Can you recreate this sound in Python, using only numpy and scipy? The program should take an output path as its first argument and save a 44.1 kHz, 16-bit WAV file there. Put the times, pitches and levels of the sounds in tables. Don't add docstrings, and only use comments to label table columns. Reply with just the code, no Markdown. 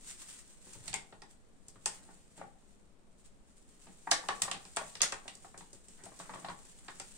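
import sys
import numpy as np
from scipy import signal
from scipy.fft import rfft, irfft
from scipy.io import wavfile
from scipy.ndimage import uniform_filter1d

SR = 44100
rng = np.random.default_rng(int(sys.argv[2]) if len(sys.argv) > 2 else 0)


def wav_record(signal):
    frames = np.transpose(np.atleast_2d(signal))
    bounded = np.clip(frames, -1, 1)
    quanta = np.round(bounded * 32767).astype(np.int16)
    wavfile.write(sys.argv[1], SR, quanta)


N = 316197
HIT = 4096
TIME = np.arange(N) / SR
HIT_HZ = np.arange(HIT // 2 + 1) * SR / HIT

# [f/Hz, level/dB]
ROOM_TONE_SPECTRUM = [(20, 1), (35, -10.5), (60, -13), (120, -20), (200, -13), (300, -19.5), (450, -21.5),
                      (900, -28.5), (2000, -36), (4000, -40.5), (8500, -49), (10500, -50.5), (15500, -69)]
# [f/Hz, t60/s, level/dB]
REVERB_BANDS = [(142, 0.33, 5.5), (537, 0.42, -2.5), (1200, 0.33, -1.5), (2780, 0.26, 0), (7800, 0.22, -4)]
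# [delay/s, level/dB]
REFLECTIONS = [(.0032, -9), (.0068, -18.5), (0.0163, -15.5), (0.0207, -14.5)]
# [f/Hz, correlation]
DIRECT_COHERENCE = [(100, 0.64), (1000, 0.98), (2500, 0.15), (5000, 0.17), (12000, 0.061)]
ROOM_COHERENCE = [(30, 0.046), (150, 0.44), (400, 0.52), (1000, 0), (2000, 0.039), (12000, 0.093)]
# [f/Hz, left minus right/dB]
PORT_TILT = [(50, 1), (150, 5.5), (500, 3), (1200, 2), (2500, 0.5), (4500, 0), (6000, 0.5), (7800, 0),
             (9500, 10.5), (12000, 1.5)]

# [t/s, level/dB]
HAND_BUMPS = [(0.755, -55), (0.794, -59), (0.896, -53), (.928, -60)]
KNOCK = (0.94, -45.5)
# [f/Hz, level/dB]
COUNTER_SPECTRUM = [(25, 1), (70, -5.5), (160, -4), (300, -18), (1000, -48), (4000, -80)]
# [f/Hz, level/dB, t60/s]
TRAY_MODES = [(780, -4, 0.049), (858, -2, .08), (885, -2, 0.18), (937, -7, 0.13), (1430, -17, .1),
              (2133, -1, 0.12), (2130, -10, 0.17), (2240, 0.5, 0.14), (2310, -8, 0.11), (2918, -23, .2)]
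# [t/s, level/dB]
SHAKE_VIGOUR = [(5.42, -8.5), (5.58, 1.5), (5.88, -3), (6.04, 1.5), (6.5, -6.5), (6.65, -8)]
# [peak t/s, length/s, level/dB]
POWDER_SLIDES = [(0.86, 0.057, -62), (2.05, 0.23, -69.5), (2.4, 0.034, -52), (3.89, 0.05, -64.5),
                 (4.34, 0.089, -63), (4.54, 0.04, -56.5), (5.23, 0.15, -70), (6.03, 0.058, -61),
                 (6.36, 0.22, -58.5), (6.88, 0.13, -66.5)]
# [t/s, level/dB]
FINGER_RUB = [(0.0, -66), (0.26, -59), (0.46, -67), (0.62, -73), (0.84, -60), (1.3, -78.5), (1.6, -75.5),
              (2.02, -66), (2.95, -81), (3.49, -77.5), (4.35, -56.5), (4.59, -61.5), (5.03, -62),
              (5.59, -67.5), (5.83, -70), (6.21, -59.5), (6.55, -63.5), (7.17, -60)]
# [peak t/s, length/s, level/dB]
STROKES_AND_SLIPS = [(0.087, 0.056, -47), (0.21, 0.03, -50.5), (0.305, 0.055, -54), (0.393, 0.027, -55.5),
                     (0.521, 0.043, -59.5), (0.675, 0.091, -59.5), (0.741, 0.022, -53.5),
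                     (0.87, 0.034, -54), (1.312, 0.031, -64.5), (1.92, 0.091, -57), (2.127, 0.022, -69),
                     (2.378, 0.029, -60), (2.7, 0.1, -77.5), (3.198, 0.032, -71), (3.258, 0.019, -60),
                     (3.5, 0.04, -71), (3.575, 0.021, -68), (3.698, 0.024, -65), (3.83, 0.035, -64),
                     (4.113, 0.0034, -23), (4.421, 0.0023, -21), (4.765, 0.004, -32), (4.85, 0.099, -58),
                     (6.43, 0.048, -67)]
# [t/s, level/dB, f/Hz, crack re level/dB]
WALL_POPS = [(0.666, -58.5, 510, -13), (0.752, -54.5, 560, -5), (1.124, -47.5, 630, -9.5),
             (1.756, -57, 1260, -9), (2.087, -51, 850, -21), (2.376, -55, 860, -6),
             (2.412, -36.5, 756, -24), (3.868, -52, 900, -7), (4.071, -30, 940, -28),
             (4.236, -42, 885, -21), (4.451, -41.5, 1110, -22), (4.479, -32.5, 1100, -14),
             (4.544, -42, 766, -3), (4.81, -37.5, 606, -19), (5.005, -39, 1140, 4.5),
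             (5.254, -48.5, 520, -25), (5.444, -46.5, 800, -16), (5.542, -46.5, 1040, -27),
             (5.606, -47, 935, -8.5), (6.061, -46, 774, -28), (6.116, -52, 1100, -19),
             (6.198, -40.5, 1090, -9.5), (6.293, -38.5, 1110, -18), (6.336, -39.5, 1040, -9),
             (6.354, -42, 1080, -20), (6.445, -34.5, 900, -10.5), (6.484, -36.5, 1100, -7.5),
             (6.498, -36.5, 960, -18)]
# [t/s, level/dB, crease f/Hz, crack re level/dB, wall re level/dB,
# wall f/Hz, left minus right/dB]
CREASE_SNAPS = [(0.8793, -36.5, 7400, -5, -14.5, 775, -9), (0.929, -44, 4800, -2.5, -4, 900, -16),
                (0.9398, -28, 7800, -7.5, -12.5, 900, 7), (1.2187, -49, 4610, -5, -0.5, 990, -6),
                (1.6825, -43, 7770, -19.5, -29, 796, 0.5), (1.8577, -22.5, 8200, -13, -14.5, 850, -0.5),
                (4.1132, -17, 5260, -7, -6.5, 1820, -8), (4.286, -32.5, 6240, 0.5, 6, 1110, 0),
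                (4.42, -26, 8300, -6, -15.5, 804, 1), (4.513, -31.5, 7750, -0.5, -7, 1200, -3),
                (4.651, -48, 8340, -5.5, -6, 751, -2), (4.7681, -30, 8500, -4, -0.5, 920, -2),
                (4.9524, -41.5, 5040, -1, -9.5, 1870, -1), (5.017, -15, 6250, -13, -23.5, 1790, -7.5),
                (5.0309, -29.5, 6690, -1.5, -4.5, 1300, 9.5), (5.1215, -33, 7510, -6.5, -2.5, 1080, 4.5),
                (5.279, -39.5, 7400, 0, -10.5, 856, -3), (5.352, -45, 7550, -29, -20, 781, -4),
                (6.8817, -50, 7640, 5, 7.5, 1200, -1), (6.998, -35, 7600, -10, -11, 920, -4.5)]
# [f/Hz, width/Hz, level/dB]
PACKET_MODES = [(523, 35, 1), (796, 143, 5.5), (826, 30, -13), (1126, 15, 8), (1286, 20, -19),
                (1726, 18, -15), (1840, 33, 5)]

# [f/Hz, level/dB]
POWDER_SPECTRUM = [(40, -17), (100, -10), (180, 7.5), (300, 5.5), (600, 0), (1000, -2.5), (1800, -11),
                   (3500, -22), (9000, -47)]
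THUD_SPECTRUM = [(50, -22), (110, -10), (180, 0.5), (270, -5.5), (480, -2.5), (1200, -29), (5000, -88)]
CRUNCH_SPECTRUM = [(200, -28), (600, 1), (1100, -1), (2000, 1), (3300, -17), (5000, -25), (10000, -45)]
FILM_SPECTRUM = [(200, -16.5), (600, -16), (1000, -9.5), (1700, -8), (3300, -7), (5700, -5.5), (7500, 2.5),
                 (8600, 4), (9400, -4), (10200, -15), (12500, -19.5), (15500, -22)]
WALL_SPECTRUM = [(150, -33.5), (350, -7), (550, -1), (850, 1), (1800, 0), (2400, -6), (5000, -50),
                 (10000, -77)]
CRACK_SPECTRUM = [(1000, -22), (2000, 1.5), (2700, 4.5), (3600, 5.5), (4400, 3.5), (6000, -6), (10000, -48)]
CREASE_SPECTRUM = [(2500, -31), (4000, -12.5), (4700, 0.5), (5500, 0), (7000, 1), (8500, 4.5), (9400, -3),
                   (10200, -15), (12500, -30), (15500, -42)]
TICK_SPECTRUM = [(3000, -46), (8000, -18), (10500, 2), (12500, -10), (15500, -16)]

SHAKE_START_S, SHAKE_PERIOD_S = 5.4225, 0.1535
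SHAKE_TIMES = SHAKE_START_S + SHAKE_PERIOD_S * np.arange(9)


def undb(db):
    return 10 ** (np.asarray(db) / 20)


def unit(x):
    return x / np.sqrt(np.mean(x ** 2))


def add(out, sound, start_s):
    i = int(start_s * SR)
    out[:, i:i + sound.shape[1]] += sound[:, :N - i]


def on_bins(points, size=HIT):
    hz, values = np.array(points, float).T
    return np.interp(np.log(np.arange(size // 2 + 1) * SR / size + 1), np.log(hz), values)


def hump(hz, width):
    return 1 / (1 + ((HIT_HZ / hz - 1) / width) ** 2)


def colour(x, db):
    size = x.shape[-1]
    cepstrum = irfft(np.log(undb(db)), size)
    cepstrum[1:size // 2] *= 2
    cepstrum[size // 2:] = 0
    return irfft(rfft(x) * np.exp(rfft(cepstrum)), size)


def ports(pair, coherence):
    size = pair.shape[-1]
    alike = np.clip(on_bins(coherence, size), -.99, .99)
    mid, side = rfft(pair) * np.sqrt([1 + alike, 1 - alike])
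    return irfft([mid + side, mid - side], size)


def wander(rate_hz):
    knots = rng.standard_normal(int(N / SR * rate_hz) + 2)
    return np.interp(TIME * rate_hz, np.arange(len(knots)), knots)


def swells(rows):
    out = np.zeros(N)
    for s, length, db in rows:
        near = slice(*np.searchsorted(TIME, [s - 2 * length, s + 2 * length]))
        out[near] += undb(db) * np.exp(-2 * ((TIME[near] - s) / length) ** 2)
    return out


def grains(size, spread_db):
    return rng.standard_normal((2, size)) * undb(spread_db * rng.standard_normal(size))


def burst(shape_db, decay_ms, db, rise=0.37):
    age = np.arange(HIT) / SR * 1000 / decay_ms
    slips = grains(HIT, spread_db=2) * (1 - np.exp(-(age / rise) ** 2)) * np.exp(-age)
    sound = colour(ports(slips, DIRECT_COHERENCE), shape_db)
    power = uniform_filter1d(np.mean(sound ** 2, axis=0), SR // 250)
    return sound * undb(db) / np.sqrt(power.max())


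def room_tone(level_db=-59.6, waver_db=0.2):
    air = ports(rng.standard_normal((2, N)), ROOM_COHERENCE)
    air = colour(air, on_bins(ROOM_TONE_SPECTRUM, N))
    return unit(air) * undb(level_db - waver_db * wander(3.25))


def kitchen_tail(x, build_s=0.0014, size=2 ** 15):
    t = np.arange(size) / SR
    noise = rfft(unit(ports(rng.standard_normal((2, size)), ROOM_COHERENCE)))
    response = np.zeros((2, size))
    for hz, t60, db in REVERB_BANDS:
        band = on_bins([(row[0], row[0] == hz) for row in REVERB_BANDS], size)
        decay = undb(-60 * t / t60) * (1 - np.exp(-(t / build_s) ** 2))
        response += irfft(noise * band) * decay / np.sqrt(np.sum(decay ** 2)) * undb(db)
    return signal.oaconvolve(x[None], response, axes=1)[:, :N]


def near_path(x, skew_span_s=0.00044, left_lag_samples=3):
    response = np.zeros((2, HIT))
    response[:, 0] = 1
    for delay, db in REFLECTIONS:
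        skew = skew_span_s * rng.uniform(-.5, .5)
        response[0, int((delay + skew) * SR)] += undb(db)
        response[1, int(delay * SR)] += undb(db)
    response[0] = np.roll(response[0], left_lag_samples)
    return signal.oaconvolve(x, response, axes=1)[:, :N]


def grip(bump_ms=11):
    out = np.zeros((2, N))
    for s, db in HAND_BUMPS:
        add(out, burst(on_bins(COUNTER_SPECTRUM), bump_ms, db), s)
    t = np.arange(SR // 2) / SR
    ring = sum(undb(db - 60 * t / t60) * np.sin(2 * np.pi * hz * t) for hz, db, t60 in TRAY_MODES)
    knock_s, knock_db = KNOCK
    add(out, undb(knock_db) * np.array([ring, ring]), knock_s)
    return out


def vigour_db(s):
    return np.interp(s, *np.transpose(SHAKE_VIGOUR))


def shaking(attack_s=0.0043, release_s=0.021):
    motion, age = np.zeros((1, N)), TIME[:SR // 2]
    shake = (1 - np.exp(-age / attack_s)) * np.exp(-age / release_s)
    for s in SHAKE_TIMES:
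        add(motion, undb(vigour_db(s)) * shake[None], s)
    return motion[0]


def powder(slide_trim_db=-4, shake_db=-66, crunch_db=-3, flicker_db=4):
    flow = undb(slide_trim_db) * swells(POWDER_SLIDES) + undb(shake_db) * shaking()
    lumps = ports(grains(N, spread_db=4), DIRECT_COHERENCE)
    wrinkles = ports(grains(N, spread_db=5), DIRECT_COHERENCE) * undb(flicker_db * wander(120))
    slump = unit(colour(lumps, on_bins(POWDER_SPECTRUM, N)))
    crunch = unit(colour(wrinkles, on_bins(CRUNCH_SPECTRUM, N)))
    return flow * (slump + undb(crunch_db) * crunch)


def pan(left_minus_right_db):
    return undb(np.array([[1], [-1]]) * left_minus_right_db / 2)


def rustle(rub_trim_db=0.5, swell_trim_db=-2, shake_db=-57, flicker_db=2, grit_db=3.5):
    drag = undb(np.interp(TIME, *np.transpose(FINGER_RUB)) + rub_trim_db)
    drag += undb(swell_trim_db) * swells(STROKES_AND_SLIPS) + undb(shake_db) * shaking()
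    grit = undb(grit_db * wander(900))
    slips = ports(grains(N, spread_db=1.8), DIRECT_COHERENCE) * undb(flicker_db * wander(90)) * grit
    return unit(colour(slips, on_bins(FILM_SPECTRUM, N))) * drag * pan(-2)


def crease_shape(hz, focus_db=6.5):
    return on_bins(CREASE_SPECTRUM) + focus_db * hump(hz, width=0.16)


def wall_shape(hz, focus_db):
    rings = sum(undb(db) ** 2 * hump(centre, width / centre / 2) for centre, width, db in PACKET_MODES)
    rings_db = 10 * np.log10(rings / rings.max() + .25)
    return on_bins(WALL_SPECTRUM) + focus_db * hump(hz, width=0.14) + rings_db


def jolt(wall_db, decay_ms, thud_db=-56.5, wall_ref_db=-39.5, slope=0.22):
    return burst(on_bins(THUD_SPECTRUM), decay_ms, thud_db + slope * (wall_db - wall_ref_db))


def shake_hits(crease_db=-49, crack_db=-62, thud_db=-58, crease_ms=2.4, thud_ms=7):
    out = np.zeros((2, N))
    for s in SHAKE_TIMES:
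        add(out, burst(crease_shape(hz=7700), crease_ms, crease_db + vigour_db(s)), s)
        add(out, burst(on_bins(CRACK_SPECTRUM), crease_ms, crack_db + vigour_db(s)), s)
        add(out, burst(on_bins(THUD_SPECTRUM), thud_ms, thud_db + vigour_db(s)), s)
    return out


def pops(pop_ms=4.6, trim_db=-4, lead_s=0.001):
    out = np.zeros((2, N))
    for s, db, hz, crack_db in WALL_POPS:
        lowpass_db = -10 * np.log10(1 + (HIT_HZ / (2.25 * hz)) ** 4)
        knock = burst(wall_shape(hz, focus_db=10) + lowpass_db, pop_ms, db + trim_db, rise=0.63)
        crack = burst(on_bins(CRACK_SPECTRUM), pop_ms, db + crack_db + trim_db, rise=0.54)
        add(out, knock + crack, s - lead_s)
        add(out, jolt(db, decay_ms=8), s)
    return out


def snaps(snap_ms=2.25, tick_ms=1.9, wall_ms=4.23, crease_trim_db=-3, crack_trim_db=-2, wall_trim_db=-1):
    out = np.zeros((2, N))
    for s, db, crease_hz, crack_db, wall_db, wall_hz, pan_db in CREASE_SNAPS:
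        crease = burst(crease_shape(crease_hz), snap_ms, db + crease_trim_db, rise=0.27)
        tick_db = -33 - 0.44 * wall_db
        tick = burst(on_bins(TICK_SPECTRUM), tick_ms, db + tick_db)
        crack = burst(on_bins(CRACK_SPECTRUM), snap_ms, db + crack_db + crack_trim_db)
        wall = burst(wall_shape(wall_hz, focus_db=5), wall_ms, db + wall_db + wall_trim_db, rise=0.99)
        thud = jolt(db + wall_db, decay_ms=6.5)
        add(out, (crease + tick + crack) * pan(pan_db) + wall + thud, s)
    return out


def scene():
    handling = grip() + rustle() + powder()
    towards_mic = snaps() + pops() + shake_hits() + handling
    away_from_mic = snaps() + pops() + shake_hits() + handling
    tails = sum(kitchen_tail(ray) for ray in [*towards_mic, *away_from_mic]) / 2
    return near_path(towards_mic) + tails + room_tone()


def record(dry, top_hz=15800):
    tilt_db = on_bins(PORT_TILT, N) / 2
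    heard = irfft(rfft(dry) * undb([tilt_db, -tilt_db]), N)
    return signal.sosfilt(signal.ellip(8, .2, 70, top_hz, fs=SR, output="sos"), heard)


dry = scene()
out = record(dry)
wav_record(out)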